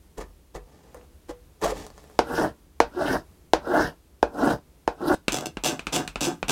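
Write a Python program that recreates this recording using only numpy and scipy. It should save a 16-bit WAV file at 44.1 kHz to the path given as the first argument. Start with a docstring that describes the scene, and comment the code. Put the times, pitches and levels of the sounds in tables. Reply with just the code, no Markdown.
"""A gouge crunches close by through four short cuts and a long one, hollowing an instrument's wooden back.
Next a brass thumb plane lands with a knock before each of five pushes along the grain, then a steel
scraper ticks down and rasps in quick strokes. Snapping fibres are random impulses, landings are single
impulses, and both excite resonances of the plate; stick-slip creaks are quickening sines.
A low rumble and faint hiss, both filtered noise, fill the workshop behind."""
import sys
import numpy as np
from scipy import signal
from scipy.fft import rfft, irfft, next_fast_len
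from scipy.io import wavfile
from scipy.ndimage import uniform_filter1d

SR = 44100
rng = np.random.default_rng(int(sys.argv[2]) if len(sys.argv) > 2 else 0)


def to_wav(s):
    """Save 16-bit WAV."""
    ch = np.atleast_2d(s).T  # columns
    pcm = np.round(np.clip(ch, -1, 1) * 32767)  # PCM
    wavfile.write(sys.argv[1], SR, pcm.astype(np.int16))


N = 287091
TIME = np.arange(N) / SR  # s

# Levels in the event tables are relative; spectra are relative levels against pitch.

# stick-slip creaks of the gouge: middle_s, length_s, slip_rate_per_s, level_db
GOUGE_CREAKS = [(0.189, 0.028, 420, -33.5), (0.565, 0.028, 426, -32.5), (0.952, 0.016, 560, -38.5),
                (1.3, 0.018, 383, -33), (1.313, 0.024, 520, -37), (1.643, 0.016, 1100, -25),
                (1.659, 0.011, 570, -20.5), (1.672, 0.018, 710, -26), (1.727, 0.035, 500, -29.5)]
# spectrum of the crunch in the plate: pitch_hz, level_db
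CRUNCH_SPECTRUM = [(59, -50.5), (100, -6.5), (175, -3), (255, -11), (295, -0.5), (536, -2.5), (754, -3.5),
                   (1000, -6), (1170, -8), (1300, -14), (1850, -14.5), (2230, -21.5), (3000, -31.5),
                   (6600, -120)]
# spectrum of the fine fibre fizz: pitch_hz, level_db
FIZZ_SPECTRUM = [(1290, -40), (2200, 0.5), (3770, 0.5), (6860, 0.5), (8300, -3.5), (12500, -10.5),
                 (16000, -17)]
# spectrum of the plate's rumble under gouge and plane: pitch_hz, level_db
RUMBLE_SPECTRUM = [(15, -40), (40, -4), (90, -3), (150, 1.5), (230, -4.5), (400, -24.5), (900, -61)]
# resonances of plate and gouge together: pitch_hz, width_hz, level_db
GOUGE_MODES = [(321, 20, 2.5), (423, 50, 5), (620, 51, 2), (841, 24, 2), (1207, 28, 6.5), (1756, 54, 6),
               (1970, 55, 8)]
CRUNCH_SLOPES, FIZZ_SLOPES = (1800, 540), (1900, 960)  # (rise, fade) dB per s
BRIGHTENING, DULL_HZ = 0.16, 750  # exponent on cutting force; pitch above which it acts
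GLIDE_RUMBLE_DB = -3  # the sliding bevel's rumble, relative to its crunch
SINGING_HZ, SINGING_DECAY_S = 488, 0.042  # plate mode; time to fall to 1/e
BENCH_HZ, BENCH_DECAY_S = 46, 0.081  # rocking of the bench; time to fall to 1/e


def gouge():
    """Brittle fracture: bursts of snapping fibres excite the plate, while the bench rocks as a damped mode."""
    grain = amp(1.6 * unevenness(per_s=150))
    coarse = snaps(per_s=1200, spread_db=1.5) * grain
    fine = snaps(per_s=9000, spread_db=1.8) * grain
    force = cutting(CRUNCH_SLOPES, column=2)
    crunch = voiced(coarse, colour(CRUNCH_SPECTRUM, GOUGE_MODES), amp(-2.0) * force)
    dull = signal.sosfiltfilt(signal.butter(2, DULL_HZ, fs=SR, output="sos"), crunch)
    # the harder the cut, the brighter the crunch
    crunch = dull + (crunch - dull) * (force / amp(-31.5)) ** BRIGHTENING
    fizz = voiced(fine, colour(FIZZ_SPECTRUM), amp(-2.0) * cutting(FIZZ_SLOPES, column=3))
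    rumble = voiced(coarse, colour(RUMBLE_SPECTRUM), amp(GLIDE_RUMBLE_DB) * gliding(column=2))
    # one plate mode sings on after each lurch
    singing_mode = np.sin(2 * np.pi * SINGING_HZ * TIME) * np.exp(-TIME / SINGING_DECAY_S)
    singing = through(blows(GOUGE_LURCHES, column=5), singing_mode)
    bench_mode = np.sin(2 * np.pi * BENCH_HZ * TIME) * np.exp(-TIME / BENCH_DECAY_S)
    bench = through(blows(GOUGE_LURCHES, column=4), bench_mode)
    cut = ring(crunch + fizz + rumble, wet_db=-8, onset=0.0014)
    return cut + chips() + judder(GOUGE_CREAKS) + singing + bench


# the gouge lurches forward and stops:
# start_s, length_s, crunch_db, fizz_db, bench_rocking_db, plate_singing_db
GOUGE_LURCHES = [(0.179, 0.01, -36, -49, -35, -47), (0.207, 0.012, -35, -46.5, -47, -46),
                 (0.551, 0.012, -35.5, -47.5, -37, -40), (0.966, 0.004, -45, -60, -62, -44.5),
                 (1.294, 0.0088, -36, -46.5, -43, -35), (1.622, 0.015, -25.5, -38, -51, -55),
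                 (1.638, 0.021, -23.5, -34, -34, -32), (1.678, 0.035, -29, -38.5, -35, -46)]


def cutting(slopes, column):
    """Force envelope of the gouge: at each instant the strongest lurch or glide prevails."""
    lurches = [stroke(row[0], row[1], row[column], slopes) for row in GOUGE_LURCHES]
    return np.max(lurches + [gliding(column)], axis=0)


# the edge creeps or glides lightly: start_s, length_s, crunch_db, fizz_db, easing_db_per_s
GOUGE_GLIDES = [(0.68, 0.35, -55.5, -67.5, -3), (1.773, 0.076, -37.5, -46, 68),
                (1.96, 0.31, -53.5, -60.5, 16.5)]
GLIDE_SLOPES = (200, 390)  # (rise, fade) dB per s


def gliding(column):
    """Light-contact envelope: the edge creeps or glides with a slow change of level."""
    glides = [stroke(row[0], row[1], row[column], GLIDE_SLOPES, easing=row[4]) for row in GOUGE_GLIDES]
    return np.max(glides, axis=0)


# chips crack off or are flicked aside: start_s, plate_knock_db, crack_db, crack_pitch_hz
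CHIP_EVENTS = [(0.182, -41, -35, 7200), (0.9455, -32.5, -35.5, 8900), (1.0126, -43, -50, 1990),
               (1.6155, -29, -34, 7000), (1.6294, -23, -34, 5000), (1.6387, -18, -27, 5570),
               (1.644, -20, -21, 6030), (1.866, -33, -31, 6200), (1.903, -37, -41, 5270),
               (1.979, -35, -42, 5760), (2.041, -40, -49, 11100), (2.099, -40, -50.5, 11000)]
# spectrum of the plate's woody knock: pitch_hz, level_db
CHIP_SPECTRUM = [(100, -16.5), (500, 5), (1150, 0.5), (2200, -12.5), (9000, -38)]
CRACK_S, CRACK_DB_PER_OCTAVE = 0.0011, 14  # time to 1/e; fall either side of the crack's pitch


def chips(size=2048):
    """Impulsive fracture: a brief noise burst around one pitch, answered by the resonant plate."""
    cracks = np.zeros(N)
    hz = np.fft.rfftfreq(size, 1 / SR)
    for start, _, db, crack_hz in CHIP_EVENTS:
        band = amp(-CRACK_DB_PER_OCTAVE * abs(np.log2((hz + 1) / crack_hz)))
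        random_phase = np.exp(2j * np.pi * rng.random(len(hz)))
        crack = irfft(band * random_phase) * np.exp(-TIME[:size] / CRACK_S)
        cracks[round(start * SR):][:size] += amp(db) * crack / abs(crack).max()
    knocks = through(blows(CHIP_EVENTS, column=1), colour(CHIP_SPECTRUM, GOUGE_MODES))
    return ring(cracks, wet_db=-5, onset=0.002) + ring(knocks, wet_db=-3.5, onset=0.0017)


# the blade digs in and tears the grain: start_s, length_s, level_db
GRAIN_TEARS = [(2.302, 0.013, -25.5), (2.381, 0.069, -23.5), (2.992, 0.035, -29), (3.137, 0.018, -24),
               (3.671, 0.012, -30), (3.734, 0.028, -28), (4.418, 0.021, -32), (4.509, 0.02, -25),
               (5.008, 0.028, -35), (5.097, 0.05, -19.5)]
# the plane judders where the grain grabs it: middle_s, length_s, slip_rate_per_s, level_db
PLANE_JUDDERS = [(2.395, 0.046, 285, -22.5), (2.436, 0.06, 680, -30), (2.99, 0.084, 364, -26.5),
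                 (3.021, 0.045, 633, -24.5), (3.06, 0.019, 294, -22.5), (3.124, 0.076, 270, -28),
                 (3.713, 0.07, 375, -24), (3.75, 0.047, 652, -21), (3.801, 0.035, 360, -24),
                 (4.426, 0.025, 700, -24), (4.437, 0.06, 290, -22.5), (4.474, 0.022, 280, -20),
                 (4.513, 0.039, 287, -23), (5.035, 0.078, 328, -28), (5.083, 0.03, 300, -19.5),
                 (5.113, 0.027, 319, -19)]
# spectrum of the rubbing sole: pitch_hz, level_db
SOLE_SPECTRUM = [(12, -52), (30, -20.5), (90, -13), (220, -5.5), (290, 0.5), (420, 0), (700, -2.5),
                 (950, -5.5), (1200, -9), (1700, -18.5), (2300, -42)]
# spectrum of the chattering blade: pitch_hz, level_db
CHATTER_SPECTRUM = [(900, -38), (1200, -8), (1400, 1), (1650, 3), (1850, -19), (2050, -14.5), (2300, -36.5),
                    (3500, -64)]
# spectrum of the hissing shaving: pitch_hz, level_db
HISS_SPECTRUM = [(1350, -38), (2300, -7), (2840, 2), (3450, -3), (3930, 1.5), (4130, -3.5), (5180, 1.5),
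                 (7160, -8.5), (8920, -7), (13600, -12), (16000, -20)]
# resonances of plate and plane together, and some deep nulls: pitch_hz, width_hz, level_db
PLANE_MODES = [(41.8, 12, 7.5), (100, 11, -7), (302, 38, 2), (470, 10, 12.5), (510, 17, -24.5),
               (584.5, 5.3, 9), (730, 32, 4.5), (1223, 46, -9.5), (1436, 30, 4.5), (3275, 120, -5.5),
               (4084, 130, -22.5)]
# a level spectrum, leaving only resonances and nulls: pitch_hz, level_db
FLAT_SPECTRUM = [(20, 0), (20000, 0)]
TEAR_SLOPES = (3300, 440)  # (rise, fade) dB per s
# arches of a push: (lag s, depth at start dB, depth at end dB, exponent of the curve)
RUB_ARCH, CHATTER_ARCH = (-0.02, 40, 28, 2), (0.0027, 35.5, 57.5, 2.15)
HISS_ARCH, RUMBLE_ARCH = (0.028, 24.8, 79, 1.98), (0.055, 32, 83, 1.85)


def plane_strokes():
    """Friction over a rough surface: rising speed raises ridge pitch; the plate rumbles under the hand."""
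    speed = np.ones(N)
    for start, rise, fall, *_, pace in PLANE_PUSHES:
        progress = np.clip((TIME - start) / (rise + fall), 0, 1)
        speed = np.where(TIME >= start, pace * amp(2.2 * (progress - 0.5)), speed)
    travel = np.cumsum(speed) % N
    grain = amp(1.2 * unevenness(per_s=46))
    plate = colour(FLAT_SPECTRUM, PLANE_MODES)
    ridges = riding(through(snaps(per_s=1200, spread_db=2.5), colour(SOLE_SPECTRUM)), travel)
    slips = riding(through(snaps(per_s=910, spread_db=1.5), colour(CHATTER_SPECTRUM)), travel)
    tearing = sum(stroke(*tear, TEAR_SLOPES) for tear in GRAIN_TEARS)
    rub_gain = np.hypot(pushing(RUB_ARCH, column=3), tearing * gate())
    rub = evened(through(ridges * grain, plate)) * amp(-0.5) * rub_gain
    chatter = evened(through(slips * grain, plate)) * amp(-1.0) * pushing(CHATTER_ARCH, column=4)
    fibres = snaps(per_s=15000, spread_db=0.5) * amp(1.2 * unevenness(per_s=150))
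    shaving = fraying(fibres, depth_db=3.5)
    hiss = voiced(shaving, colour(HISS_SPECTRUM), amp(-4.0) * pushing(HISS_ARCH, column=5))
    rumble = evened(through(snaps(per_s=550, spread_db=3.5), colour(RUMBLE_SPECTRUM, PLANE_MODES)))
    rumble = rumble * pushing(RUMBLE_ARCH, column=6)
    # the pressing hand damps the plate, while the hiss carries into the room
    body = ring(rub + chatter + rumble + judder(PLANE_JUDDERS), wet_db=-24.5, onset=0.006)
    return body + ring(hiss, wet_db=-8.0, onset=0.0024)


# the plane is pushed: start_s, rise_to_full_s, fall_to_rest_s,
# sole_rub_db, blade_chatter_db, shaving_hiss_db, rumble_db, relative_speed (ratio)
PLANE_PUSHES = [(2.198, 0.19, 0.17, -29, -32, -37, -31, 1.024),
                (2.9, 0.2, 0.14, -25, -29, -35.5, -34, 1.028),
                (3.607, 0.2, 0.14, -22, -26.5, -36.5, -34, 1.013),
                (4.305, 0.169, 0.125, -21, -30, -36.5, -33, 0.97),
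                (4.962, 0.17, 0.15, -24.5, -30.5, -36.5, -28.5, 0.99)]


def pushing(arch, column):
    """Effort envelope of the plane: every push swells and sinks in the same arch of decibels."""
    lag, start_db, end_db, exponent = arch
    gain = np.zeros(N)
    for push in PLANE_PUSHES:
        start, rise, fall = push[:3]
        t = TIME - start - rise - lag
        swell, sink = start_db * abs(t / rise) ** exponent, end_db * abs(t / fall) ** exponent
        gain += amp(push[column] - np.where(t < 0, swell, sink))
    return gain * gate()


GATE_S, GATE_DB_PER_S = 5.147, 4010


def gate():
    """Gate: full gain until the sound of the last push is cut short, then a steep fade."""
    return amp(-GATE_DB_PER_S * np.maximum(TIME - GATE_S, 0))


HEEL_LAG_S, HEEL_DB = 0.003433, -10.5  # lag at relative speed 1


def riding(surface, travel):
    """Comb filtering: toe then heel of the sole meet the same ridges; the comb climbs with speed."""
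    at = np.arange(N)
    toe = np.interp(travel, at, surface)
    return toe + amp(HEEL_DB) * np.interp(travel - HEEL_LAG_S * SR, at, surface)


def fraying(x, depth_db, count=9):
    """Band-wise modulation: the shaving curls and splits, so each half octave swells on its own."""
    place = 2 * np.log2(np.clip(np.fft.rfftfreq(N, 1 / SR), 1000, 16000) / 1000)
    spectrum = rfft(x)
    bands = [irfft(spectrum * np.maximum(1 - abs(place - k), 0), N) for k in range(count)]
    return evened(sum(band * amp(depth_db * unevenness(per_s=22)) for band in bands))


# the plane lands: start_s, thump_db, tick_db
PLANE_LANDINGS = [(2.1908, 0, 0.5), (2.8028, 0.5, 2.5), (3.5346, 0.5, 2.5), (4.2285, -0.5, -7.5),
                  (4.877, -5, -8.5)]
# spectrum of the thump in the wood: pitch_hz, level_db
THUMP_SPECTRUM = [(30, -14.5), (55, -2.5), (90, -15.5), (200, -7.5), (320, 5), (600, 6), (920, 4),
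                  (1250, -9), (1600, -3.5), (2000, -28.5), (4000, -44.5), (9000, -64)]
# spectrum of the tick of the brass: pitch_hz, level_db
BRASS_SPECTRUM = [(200, 1.5), (900, 8.5), (2200, 0), (3000, -3), (5000, -1.5), (6500, -6.5), (7500, -11.5),
                  (10000, -15.5), (16000, -28.5)]
# modes of the plate that ring on after a landing: pitch_hz, level_db
LANDING_MODES = [(588, -26.5), (745, -28), (862, -27.5), (1040, -33), (1455, -40), (2440, -41.5),
                 (2560, -42.5)]
# pitches at which the landing spot hardly moves: pitch_hz, width_hz, level_db
LANDING_NULLS = [(1700, 26, -16.5)]
KNOCK_DAMPING = 2.4  # a landing widens and lowers the resonances by this factor
KNOCK_RING_S, THUMP_LAG_S = 0.02, 0.0011  # time for the modes to fall to 1/e; delay after the tick


def plane_knocks():
    """Impact excitation: brass ticks on wood, then the plate gives way and rings in its own modes."""
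    out = np.zeros(N)
    damped = []
    for hz, width, db in PLANE_MODES:
        damping = KNOCK_DAMPING if db > 0 else 1  # nulls stay as they are
        damped.append((hz, width * damping, db / damping))
    brass, wood = colour(BRASS_SPECTRUM), colour(THUMP_SPECTRUM, damped)
    for knock in PLANE_LANDINGS:
        tick = -amp(-4.5) * through(blows([knock], column=2), brass)
        bounces = through(tick, contact(rattle_db=-15.0, settle=0.0024))
        thump = through(blows([knock], column=1), wood)
        thump = np.interp(TIME - THUMP_LAG_S, TIME, thump)
        out += ring(tick, wet_db=-5.0, onset=0.002) + bounces + ring(thump, wet_db=-13.0, onset=0.0053)
    modes = sum(amp(db) * np.sin(2 * np.pi * hz * TIME) for hz, db in LANDING_MODES)
    modes = modes * np.exp(-TIME / KNOCK_RING_S)
    landing = through(out, colour(FLAT_SPECTRUM, LANDING_NULLS))
    return landing + through(blows(PLANE_LANDINGS, column=1), modes)


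# the scraper is drawn: start_s, cutting_time_s, pressing_time_s, drag_db, rasp_db
SCRAPER_STROKES = [(5.327, 0.047, 0.074, -32.5, -37), (5.423, 0.002, 0.0028, -29, -49),
                   (5.646, 0.031, 0.093, -26, -22.5), (5.929, 0.032, 0.089, -24, -23.5),
                   (6.214, 0.043, 0.099, -25.5, -25), (6.492, 0.036, 0.15, -23.5, -21)]
# the burr bites and skips: start_s, rasp_db
BURR_BITES = [(5.3208, -20.5), (5.329, -22), (5.3423, -18.5), (5.3525, -25.5), (5.363, -25), (5.3695, -25),
              (5.385, -25.5), (5.4081, -30.5), (5.4575, -23.5), (5.467, -26.5), (5.637, -21), (5.6455, -26),
              (5.6595, -18), (5.9615, -16.5), (6.2075, -21.5), (6.482, -24), (6.494, -20)]
# the scraper judders as the hand eases: middle_s, length_s, slip_rate_per_s, level_db
SCRAPER_GROANS = [(6.286, 0.048, 345, -24.5)]
# spectrum of the drag on the plate: pitch_hz, level_db
DRAG_SPECTRUM = [(59, -47), (100, -16.5), (150, -5.5), (247, -3), (329, 4.5), (430, -5.5), (680, -8),
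                 (1070, -12.5), (1570, -15.5), (2200, -25.5), (4840, -120)]
# spectrum of the rasping edge: pitch_hz, level_db
RASP_SPECTRUM = [(1180, -20), (2000, -8), (2300, -3.5), (2800, 4), (3120, -4), (3430, 4), (4080, -5.5),
                 (6090, 0.5), (6530, -5.5), (7700, 1), (9580, -10.5), (10200, -8.5), (11300, -15.5),
                 (13700, -12.5), (16000, -20)]
# spectrum of the low thud under the scraper: pitch_hz, level_db
THUD_SPECTRUM = [(20, -22), (45, 10), (65, -8), (105, -22), (160, -3), (300, -8.5), (800, -67)]
# resonances and nulls of plate and scraper together: pitch_hz, width_hz, level_db
SCRAPER_MODES = [(153.5, 9.7, 8), (622, 44, 6), (730, 40, 9), (896, 91, 5.5), (1610, 230, 7),
                 (1840, 100, -9), (2680, 260, 3), (3860, 84, 3.5), (4430, 95, 8), (5130, 130, 6.5),
                 (6230, 130, 8), (6850, 110, 7.5)]
DRAG_SLOPES, RASP_SLOPES = (1760, 520), (3200, 320)  # (rise, fade) dB per s
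DRAG_EASING_DB_PER_S = 41
BITE_S = 0.0011  # a bite swells for this long, then dies away


def scraper():
    """Stick-slip friction: the burr bites with a bright rasp, then drags duller as the hand eases."""
    turns = np.cumsum(125 * amp(3 * unevenness(per_s=150))) / SR
    # each slip starts hard and dies away until the edge sticks again
    catch = amp(-11 * (turns % 1))
    bites = through(blows(BURR_BITES, column=1), TIME / BITE_S * np.exp(1 - TIME / BITE_S))
    pressure, cut = np.zeros(N), np.zeros(N)
    for start, cutting_s, pressing_s, drag_db, rasp_db in SCRAPER_STROKES:
        pressure += stroke(start, pressing_s, drag_db, DRAG_SLOPES, DRAG_EASING_DB_PER_S)
        cut += stroke(start, cutting_s, rasp_db, RASP_SLOPES)
    drag_gain = amp(-2.5) * pressure + amp(-5.5) * bites
    drag = voiced(snaps(per_s=3000, spread_db=1.0) * catch, colour(DRAG_SPECTRUM, SCRAPER_MODES), drag_gain)
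    fibres = snaps(per_s=20000, spread_db=1.2)
    rasp_gain = np.hypot(amp(-3.5) * cut * evened(catch), amp(-2.0) * bites)
    rasp = voiced(fibres, colour(RASP_SPECTRUM, SCRAPER_MODES), rasp_gain)
    bench = voiced(rng.standard_normal(N), colour(THUD_SPECTRUM), amp(-28.0) * pressure)
    return ring(drag + rasp + bench + judder(SCRAPER_GROANS), wet_db=-8.5, onset=0.0035)


# the scraper lands or flicks free: start_s, tick_db, thud_db, brightness_db_per_octave
SCRAPER_TAPS = [(5.2822, -3.5, -28, 1), (5.5709, -19, -31.5, -5.5), (5.794, -17.5, -45, -0.5),
                (5.869, -11, -31, -0.5), (6.077, -14, -35.5, 4.5), (6.158, -14.5, -29.5, -3),
                (6.429, -15, -29.5, -6.5)]
# spectrum of the steel tick before its brightness is applied: pitch_hz, level_db
STEEL_SPECTRUM = [(100, -7), (200, 2.5), (500, 1), (1500, 0.5), (1900, -7), (2550, 3), (3220, -6),
                  (3700, -5), (5000, -10), (8000, -11.5), (11000, -23), (16000, -33)]


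def scraper_taps():
    """Contact stiffness: springy steel rattles on wood, and a sharper contact excites more treble."""
    ticks = np.zeros(N)
    for tap in SCRAPER_TAPS:
        steel = [(hz, db + tap[3] * np.log2(1 + hz / 2500)) for hz, db in STEEL_SPECTRUM]
        tick = through(blows([tap], column=1), colour(steel))
        bounces = through(tick, contact(rattle_db=-13.5, settle=0.0022))
        ticks += ring(tick, wet_db=-2.0, onset=0.00047) + bounces
    return through(blows(SCRAPER_TAPS, column=2), colour(THUD_SPECTRUM)) - amp(1.0) * ticks


def contact(rattle_db, settle, size=256):
    """Repeated impact: decaying smoothed noise for the tiny soft bounces after a sharp touch."""
    bounces = uniform_filter1d(rng.standard_normal(size), size=4)
    return amp(rattle_db) * bounces * np.exp(-TIME[:size] / settle)


JUDDER_OCTAVES_PER_S = 2.47  # the slips quicken


def judder(events):
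    """Stick-slip oscillation: a rough, quickening rhythm makes the plate groan or creak."""
    out = np.zeros(N)
    wander = amp(0.7 * unevenness(per_s=120))
    for middle, length, per_s, db in events:
        near = abs(TIME - middle) < length / 2
        t = TIME[near] - middle
        turns = np.cumsum(per_s * wander[near] * 2 ** (JUDDER_OCTAVES_PER_S * t)) / SR
        slip = np.sin(2 * np.pi * turns)
        # slower slips also carry an octave
        slip = slip + amp(-15.5) * np.sin(4 * np.pi * turns) * (per_s < 1000)
        out[near] += amp(db) * evened(slip) * np.cos(np.pi * t / length) ** 2
    return out * amp(0.91 * unevenness(per_s=22))


# how long plate and workshop ring on: pitch_hz, t60_s
RING_TIMES = [(150, 0.32), (400, 0.11), (1000, 0.19), (2800, 0.17), (7300, 0.12), (14000, 0.1)]


def ring(x, wet_db, onset, size=16384, count=16):
    """Reverberation: sparse random taps form a dense tail, each band decaying at its own rate."""
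    taps = np.zeros(size)
    places = np.arange(0, size, count) + rng.integers(0, count, size // count)
    taps[places] = rng.choice([-1, 1], size // count)
    hz, t, z = signal.stft(taps, SR, nperseg=256)
    decay = amp(-60 * t / read(RING_TIMES, hz)[:, None])
    tail = signal.istft(z * decay, SR)[1][:size]
    tail = tail * (1 - np.exp(-(TIME[:size] / onset) ** 2))
    return x + amp(wet_db) * through(x, tail / np.linalg.norm(tail))


# spectrum of the room tone: pitch_hz, level_db
ROOM_SPECTRUM = [(14, -23), (74, 0.5), (110, -20), (150, -12), (222, -19.5), (357, -17), (574, -25.5),
                 (1710, -35), (5380, -38.5), (12100, -39), (16000, -43)]
ROOM_TONE_DB = -54.5


def workshop():
    """Broadband background: filtered noise gives a low rumble and faint hiss, drifting slightly."""
    air = evened(through(rng.standard_normal(N), colour(ROOM_SPECTRUM)))
    return amp(ROOM_TONE_DB + 0.76 * unevenness(per_s=2.9)) * air


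def snaps(per_s, spread_db):
    """Random impulse process: fibres break at random moments; most are small, a few large."""
    size = amp(spread_db * np.minimum(rng.exponential(1, N), 4))
    return size * rng.choice([-1, 1], N) * (rng.random(N) < per_s / SR)


def blows(events, column):
    """Impulse excitation: one impulse an event, as strong as the chosen column."""
    train = np.zeros(N)
    for row in events:
        train[round(row[0] * SR)] = amp(row[column])
    return train


def unevenness(per_s):
    """Low-pass random modulation of rms 1: hard and soft places in the wood, or a slow drift."""
    size = next_fast_len(N)
    hz = np.fft.rfftfreq(size, 1 / SR)
    smoothed = rfft(rng.standard_normal(size)) * np.exp(-(hz / per_s) ** 2)
    return evened(irfft(smoothed, size)[:N])


def stroke(start, length, db, slopes, easing=0):
    """Exponential envelope: a rise up to the start, a hold that eases off, then a fade."""
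    rise, fade = slopes
    t = TIME - start
    before, during, after = np.maximum(-t, 0), np.clip(t, 0, length), np.maximum(t - length, 0)
    return amp(db - abs(rise) * before - easing * during - abs(fade) * after)


def colour(spectrum, plate=(), size=8192):
    """Minimum-phase response, peak 1: a broad spectrum with the plate's resonances on it."""
    hz = np.fft.rfftfreq(size, 1 / SR)
    resonances = sum(gain / (1 + (2 * (hz - f) / width) ** 2) for f, width, gain in plate)
    db = read(spectrum, hz) + resonances
    log_gain = np.log(amp(np.concatenate([db, db[-2:0:-1]])))
    response = np.fft.ifft(np.exp(np.conj(signal.hilbert(log_gain)))).real[:size // 2]
    return response / abs(response).max()


def voiced(drive, response, gain):
    """Source and filter: a drive of rms 1, shaped by the gain, excites a response of unit energy."""
    return through(evened(drive) * gain, response / np.linalg.norm(response))


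def through(x, response):
    """Linear filtering: convolves x with an impulse response."""
    return signal.oaconvolve(x, response)[:N]


def read(points, hz):
    """Log-frequency interpolation of a table."""
    f, value = np.transpose(points)
    return np.interp(np.log(hz + 1), np.log(f + 1), value)


def evened(x):
    """Power normalization: scales to rms 1."""
    return x / np.sqrt(np.mean(x ** 2) + 1e-20)


def amp(db):
    """Logarithmic level: decibels to gain."""
    return 10 ** (np.asarray(db) / 20)


def scene():
    """Superposition: the three tools in turn over the room tone."""
    return (gouge() + plane_knocks() + plane_strokes() + scraper_taps() + scraper() + workshop())[None]


EDGE_HZ = 16100


def record(dry):
    """Saturation and band limiting: peaks clip at full scale, then a low-pass removes the top."""
    clipped = np.clip(dry, -1, 1)
    low_pass = signal.firwin(401, EDGE_HZ, window=("kaiser", 9), fs=SR)
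    return signal.oaconvolve(clipped, low_pass[None], "same")


dry = scene()
out = record(dry)
to_wav(out)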